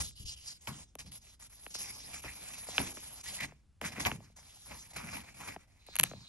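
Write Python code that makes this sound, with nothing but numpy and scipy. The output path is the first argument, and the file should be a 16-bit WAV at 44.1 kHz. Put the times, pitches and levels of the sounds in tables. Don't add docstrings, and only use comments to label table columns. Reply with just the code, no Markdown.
import sys
import numpy as np
from scipy import signal
from scipy.fft import rfft, irfft, next_fast_len
from scipy.io import wavfile

SR = 44100
rng = np.random.default_rng(int(sys.argv[2]) if len(sys.argv) > 2 else 0)


def transcribe(u):
    v = np.clip(np.atleast_2d(u).T, -1, 1)
    q = np.round(v * 32767).astype(np.int16)
    wavfile.write(sys.argv[1], SR, q)


N = 276948

# frequency in Hz, relative density in dB per Hz.
HISS_SPECTRUM = [(1800, -24), (2800, 1.5), (3800, 4.5), (5200, 6.5), (9000, 10.5), (10500, -39.5)]
FINE_SPECTRUM = [(8800, -37), (10900, -11.5), (12000, -34)]
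BODY_SPECTRUM = [(200, -15.5), (850, 1), (1500, -3.5), (2400, 2.5), (3300, -13)]
THUD_SPECTRUM = [(30, -14), (60, 5), (120, 3.5), (280, -1.5), (800, -47)]
RUMBLE_SPECTRUM = [(25, -17), (58, -2.5), (85, -8.5), (500, -39), (11000, -49), (13000, -81)]
RUMBLE_DB = -65

# frequency in Hz, lead in radians.
LEFT_LEADS = [(500, .1), (1700, -.55), (2500, -1.2), (4400, -1.7), (5300, .35), (7700, 2.5), (9600, 3.2),
              (12200, 5.8)]
# frequency in Hz, difference in dB.
LEFT_LOUDER = [(110, 0), (400, 3.5), (1400, 2), (3200, -3), (5000, -.5)]
# frequency in Hz, gain in dB.
OPPOSED_RUBBING = [(400, 4), (1200, -9.5), (4500, -4), (8000, -20.5)]
ROOM_T60_S, ROOM_DB = .25, -27
CUTOFF_HZ = 16600

# start in seconds, length in seconds, hiss level in dB, finest-fibre share in dB.
SLIDES = [(0.0, 0.095, -48.5, -1), (0.151, 0.085, -61, 5.5), (0.25, 0.096, -52.5, -3.5),
          (0.356, 0.22, -59.5, -2), (0.454, 0.075, -51, -5.5), (0.605, 0.079, -60.5, -2),
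          (0.689, 0.15, -52.5, -8), (1.111, 0.069, -55, 3), (1.21, 0.14, -63.5, 2.5),
          (1.392, 0.079, -58.5, 4.5), (1.492, 0.26, -64, 8), (1.781, 0.13, -49, 3.5),
          (1.916, 0.29, -53.5, 2), (2.215, 0.13, -54.5, 5.5), (2.347, 0.33, -54.5, 5),
          (2.664, 0.26, -47.5, -0.5), (2.933, 0.28, -53.5, 1.5), (3.23, 0.16, -48, 1),
          (3.397, 0.058, -42.5, -6), (3.81, 0.077, -52, -5), (3.914, 0.028, -52.5, -3),
          (3.942, 0.22, -57, -1.5), (4.146, 0.18, -70.5, -4), (4.358, 0.56, -60, 1.5),
          (4.653, 0.22, -59.5, 1), (4.929, 0.29, -56, -1.5), (5.125, 0.03, -49, -2),
          (5.229, 0.1, -62.5, -3), (5.338, 0.21, -57, -1), (5.528, 0.12, -69, -7), (5.671, 0.19, -73.5, -6),
          (5.859, 0.46, -64.5, -28)]
SLIDE_RISE_S, SLIDE_STOP_S = .008, .05
SLIDE_ARCH_DB = 3
AFTER_DB, AFTER_T60_S = -10, .3
# time in seconds, body share in dB.
FREE_SHEET = [(0, -37), (.4, -15), (.75, -9.5), (2.3, -3), (3.33, -8.5), (3.42, -4), (3.8, 7.5), (4.09, 5),
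              (4.64, -10.5), (4.72, 10), (4.8, -9), (5.0, 4.5), (5.85, 1), (6.28, -3.5)]
# start in seconds, hiss level in dB, body share in dB.
CRUMPLES = [(0.0, -26.5, -11.5), (0.672, -38.5, 3), (0.985, -41, -5.5), (1.058, -51, -4),
            (1.702, -46.5, -6), (1.739, -39, -8.5), (2.129, -41.5, -5.5), (2.241, -55, 16),
            (2.786, -39.5, 14), (2.86, -37.5, -5), (3.845, -32.5, -6.5), (3.995, -30.5, -4),
            (4.053, -40.5, 17), (4.959, -39, 3.5), (5.164, -45, 8), (5.395, -61, 16), (5.474, -42.5, 5.5),
            (6.041, -46.5, 0)]
CRUMPLE_RISE_S, CRUMPLE_T60_S, CRUMPLE_FINE_DB = 0.007, .14, -4.5
GRAINS_PER_S, CRINKLES_PER_S = 20000, 6000
RUB_TOP_HZ = 12300

# start in seconds, peak in dB, centre in Hz.
THUMPS = [(0.0, -35, 85.6), (0.198, -41.5, 79), (0.246, -37.5, 59), (0.688, -37.5, 138),
          (1.047, -46.5, 112), (2.255, -44, 70), (2.791, -36, 267), (3.417, -43.5, 148), (3.82, -40.5, 213),
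          (3.977, -38, 209), (4.118, -38, 145), (5.037, -40.5, 147), (5.999, -35.5, 140),
          (6.14, -45.5, 142)]
THUMP_RISE_S, THUMP_T60_S = 0.004, 0.42
PUSH = 1.6

# start in seconds, peak in dB, bass share in dB (full two octaves below 2500 Hz),
# treble share in dB per octave above 3000 Hz, length in seconds (60 dB fall at 2500 Hz).
CREASES = [(0.671, -28, -10, 0, 0.021), (0.953, -35, 9.5, 11, 0.0063), (1.664, -33.5, -4, -7, 0.0079),
           (1.75, -35.5, -3, 3.5, 0.0098), (2.234, -38, 4, -13, 0.037), (2.686, -36, 38, 20, 0.0034),
           (2.78, -9.5, -21, -30, 0.01384), (2.968, -38.5, 2, -19, 0.021), (3.8136, -28.5, 4.5, 4, 0.0075),
           (3.979, -40.5, 20, -11, 0.014), (4.05, -20.5, -23, -3.5, 0.015), (4.06, -28, -16, -46, 0.013),
           (4.115, -23.5, -9.5, -36, 0.0093)]
# start in seconds, peak in dB.
GLUE = [(5.866, -42.5), (5.955, -20), (5.964, -18.5), (5.9871, -19), (5.9933, -17), (5.997, -4),
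        (6.01, -22), (6.0324, -14.5), (6.0362, -7)]
TAPS = [(3.521, -47), (4.203, -48.5), (4.299, -61), (5.562, -36.5), (5.885, -43.5), (6.1129, -37.5),
        (6.134, -40)]
TICKS = [(0.109, -46), (1.005, -36.5), (1.12, -37), (1.788, -52), (1.84, -45), (2.537, -35.5), (3.305, -38),
         (3.371, -40), (3.409, -26), (3.432, -30), (5.205, -38), (5.551, -53)]
# bass share in dB, treble share in dB per octave, length in seconds, as for the creases.
GLUE_SOUND = (-17.5, 8.9, 0.0081)
TAP_SOUND = (19.5, -28, 0.006)
TICK_SOUND = (-20.5, 3.8, 0.0037)
CRACK = .1
# frequency in Hz, width in Hz, added level in dB.
RINGS = [(2600, 900, -2), (10900, 800, 15)]

# start in seconds, end in seconds, centre in Hz, added level in dB.
POCKETS = [(0.163, 0.45, 2970, 11), (0.155, 0.58, 4760, 5.5), (1.738, 2.07, 5130, 4.5),
           (1.87, 1.927, 2240, 4), (2.1, 2.652, 2500, 1), (3.258, 3.292, 2000, 11),
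           (3.387, 3.447, 1930, 13), (4.928, 5.566, 2370, -12), (5.795, 6.3, 4050, 13),
           (5.81, 6.29, 6140, -8.5)]


def amp(db):
    return 10 ** (np.asarray(db) / 20)


def rms_one(x):
    return x / np.sqrt(np.mean(x ** 2) + 1e-20)


def at_hz(points, hz):
    return np.interp(np.log(hz), np.log(np.array(points)[:, 0]), np.array(points)[:, 1])


def bins():
    size = next_fast_len(N + SR)
    return size, np.maximum(np.arange(size // 2 + 1) * SR / size, 1)


def bandpass(x, order, low, high):
    return signal.sosfilt(signal.butter(order, [low, high], "band", fs=SR, output="sos"), x)


def colour(x, spectrum):
    size, hz = bins()
    return rms_one(irfft(rfft(x, size) * amp(at_hz(spectrum, hz)), size)[:N])


def drift(rate_hz):
    r = np.exp(-2 * np.pi * rate_hz / SR)
    return rms_one(signal.lfilter([1], [1, -2 * r, r * r], rng.standard_normal(N + SR))[SR:])


def grains(per_s, spread_db):
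    sizes = amp(spread_db * np.minimum(rng.exponential(1, N), 4)) * rng.standard_normal(N)
    return sizes * (rng.random(N) < per_s / SR)


def strokes():
    t = np.arange(0, N + 64, 64) / SR
    start, length, hiss_db, fine_db = np.transpose(SLIDES)[:, :, None]
    over = np.clip(t - start - length, 0, None)
    along = np.clip(2 * (t - start) / length - 1, -1, 1)
    rise = np.clip((t - start) / SLIDE_RISE_S, 0, 1) * amp(hiss_db - SLIDE_ARCH_DB * along ** 2)
    touch = rise * amp(-60 * over / SLIDE_STOP_S)
    after = rise * amp(AFTER_DB - 60 * over / AFTER_T60_S)

    start, hiss_db, body_db = np.transpose(CRUMPLES)[:, :, None]
    since = np.clip(t - start, 0, None)
    buckle = amp(hiss_db) * (1 - np.exp(-since / CRUMPLE_RISE_S)) * amp(-60 * since / CRUMPLE_T60_S)

    slide = np.sum(touch ** 2 + after ** 2, axis=0)
    hiss = slide + np.sum(buckle ** 2, axis=0)
    fine = np.sum((touch * amp(fine_db)) ** 2, axis=0)
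    fine = fine + np.sum((buckle * amp(CRUMPLE_FINE_DB)) ** 2, axis=0)
    body = slide * amp(2 * np.interp(t, *np.transpose(FREE_SHEET)))
    body = body + np.sum((buckle * amp(body_db)) ** 2, axis=0)
    return [np.interp(np.arange(N) / SR, t, 10 * np.log10(p + 1e-12)) for p in (hiss, fine, body)]


def patchy(x, edges_hz):
    for low, high in zip(edges_hz, edges_hz[1:]):
        swell = amp(3.5 * drift(12))
        x = x + bandpass(x, 1, low, high) * (swell - 1)
    return rms_one(x)


def rubbing(pressure):
    hiss_db, fine_db, body_db = strokes()
    slips = grains(GRAINS_PER_S, spread_db=1.6)
    crinkles = grains(CRINKLES_PER_S, spread_db=2.5)
    hiss = patchy(colour(slips, HISS_SPECTRUM), 2200 * 1.2 ** np.arange(8))
    fine = patchy(colour(slips, FINE_SPECTRUM), 9500 * 1.07 ** np.arange(5))
    body = patchy(colour(crinkles, BODY_SPECTRUM), 300 * 1.4 ** np.arange(8))
    hiss = hiss * amp(hiss_db + pressure)
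    fine = fine * amp(fine_db + pressure)
    body = body * amp(body_db + 1.5 * pressure)
    top = signal.butter(16, RUB_TOP_HZ, fs=SR, output="sos")
    return signal.sosfilt(top, pockets(hiss + body) + fine)


def thuds():
    smooth = np.exp(-1 / (0.013 * SR))
    push_level = signal.lfilter([1 - smooth], [1, -smooth], amp(strokes()[2] - 5.5))
    out = np.zeros(N + SR)
    out[:N] = colour(rng.standard_normal(N), THUD_SPECTRUM) * push_level

    t = np.arange(SR // 3) / SR
    shape = (1 - np.exp(-t / THUMP_RISE_S)) * amp(-60 * t / THUMP_T60_S)
    lead_in = SR // 2 - len(t)
    starts = np.arange(SR // 2) == lead_in
    whites = rng.standard_normal((len(THUMPS), SR // 2))
    for (start, peak_db, hz), white in zip(THUMPS, whites):
        press = white + PUSH * np.sqrt(SR / hz) * starts
        thump = bandpass(press, 2, hz / 1.6, hz * 1.43)[-len(t):] * shape
        at = int(start * SR)
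        out[at:at + len(t)] += amp(peak_db) * thump / np.abs(thump).max()
    return out[:N]


def rumble():
    return amp(RUMBLE_DB) * colour(rng.standard_normal(N), RUMBLE_SPECTRUM)


def ring_along(burst):
    for hz, width, ring_db in RINGS:
        r = np.exp(-np.pi * width / SR)
        poles = [1, -2 * r * np.cos(2 * np.pi * hz / SR), r * r]
        ring = signal.lfilter([(1 - r * r) / 2, 0, (r * r - 1) / 2], poles, burst)
        burst = burst + amp(ring_db) * ring
    return signal.sosfilt(signal.butter(8, 11500, fs=SR, output="sos"), burst)


def snaps():
    events = [*CREASES]
    for times, sound in ((GLUE, GLUE_SOUND), (TAPS, TAP_SOUND), (TICKS, TICK_SOUND)):
        events += [(*row, *sound) for row in times]
    start, peak_db, bass_db, treble_db, length = np.transpose(events)[:, :, None]
    t = np.arange(SR // 6) / SR
    white = rng.standard_normal((len(start), len(t)))
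    edges_hz = 150 * 2 ** np.arange(0, 6.8, .75)
    burst = 0
    for low, high in zip(edges_hz, edges_hz[1:]):
        hz = np.sqrt(low * high)
        stretched = length * max((2500 / hz) ** .55, .75)
        shape = (1 - np.exp(-t / (0.28 * stretched))) * amp(-60 * t / np.clip(stretched, .002, 1))
        crack = CRACK * np.sqrt(stretched * SR) * (shape == shape.max(axis=1, keepdims=True))
        share_db = bass_db * np.clip(np.log2(2500 / hz) / 2.2, 0, 1)
        share_db = share_db + treble_db * np.clip(np.log2(hz / 3000), 0, 1.5)
        share_db = share_db - 9 * max(np.log2(600 / hz), 0)
        band = bandpass(white * shape + crack, 2, low, high)
        burst = burst + amp(share_db) * band / np.abs(band).max(axis=1, keepdims=True)
    burst = ring_along(burst)
    burst = burst * amp(peak_db) / np.abs(burst).max(axis=1, keepdims=True)
    out = np.zeros(N + len(t))
    for at, one in zip((start[:, 0] * SR).astype(int), burst):
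        out[at:at + len(t)] += one
    return out[:N]


def pockets(x):
    t, out = np.arange(N) / SR, x
    for start, end, hz, db in POCKETS:
        opening = np.clip(np.minimum(t - start, end - t) / .02 + .5, 0, 1)
        out = out + amp(db) * bandpass(x, 1, hz / 1.08, hz * 1.08) * opening
    return out


def ports(shared, opposed):
    size, hz = bins()
    t = np.arange(SR // 2) / SR
    walls = rng.standard_normal((2, len(t))) * amp(-60 * t / ROOM_T60_S) * (t > .006)
    walls = rfft(walls / np.sqrt(np.sum(walls ** 2) / 2), size)
    half = amp(at_hz(LEFT_LOUDER, hz) / 2) * np.exp(.5j * at_hz(LEFT_LEADS, hz))
    direct = half ** [[1], [-1]]
    heard = rfft(shared, size) * (direct + amp(ROOM_DB) * walls)
    heard = heard + rfft(opposed, size) * amp(at_hz(OPPOSED_RUBBING, hz))
    return irfft(heard, size)[:, :N]


def scene():
    pressure = drift(24.0)
    opposite = np.array([[1], [-1]])
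    paper = ports(rubbing(pressure) + snaps(), rubbing(pressure) * opposite)
    lows = thuds() + rumble()
    unlike_lows = amp(-12) * (thuds() + rumble()) * opposite
    return paper + lows + unlike_lows


def record(dry):
    return signal.sosfilt(signal.cheby2(12, 70, CUTOFF_HZ, fs=SR, output="sos"), dry)


dry = scene()
out = record(dry)
transcribe(out)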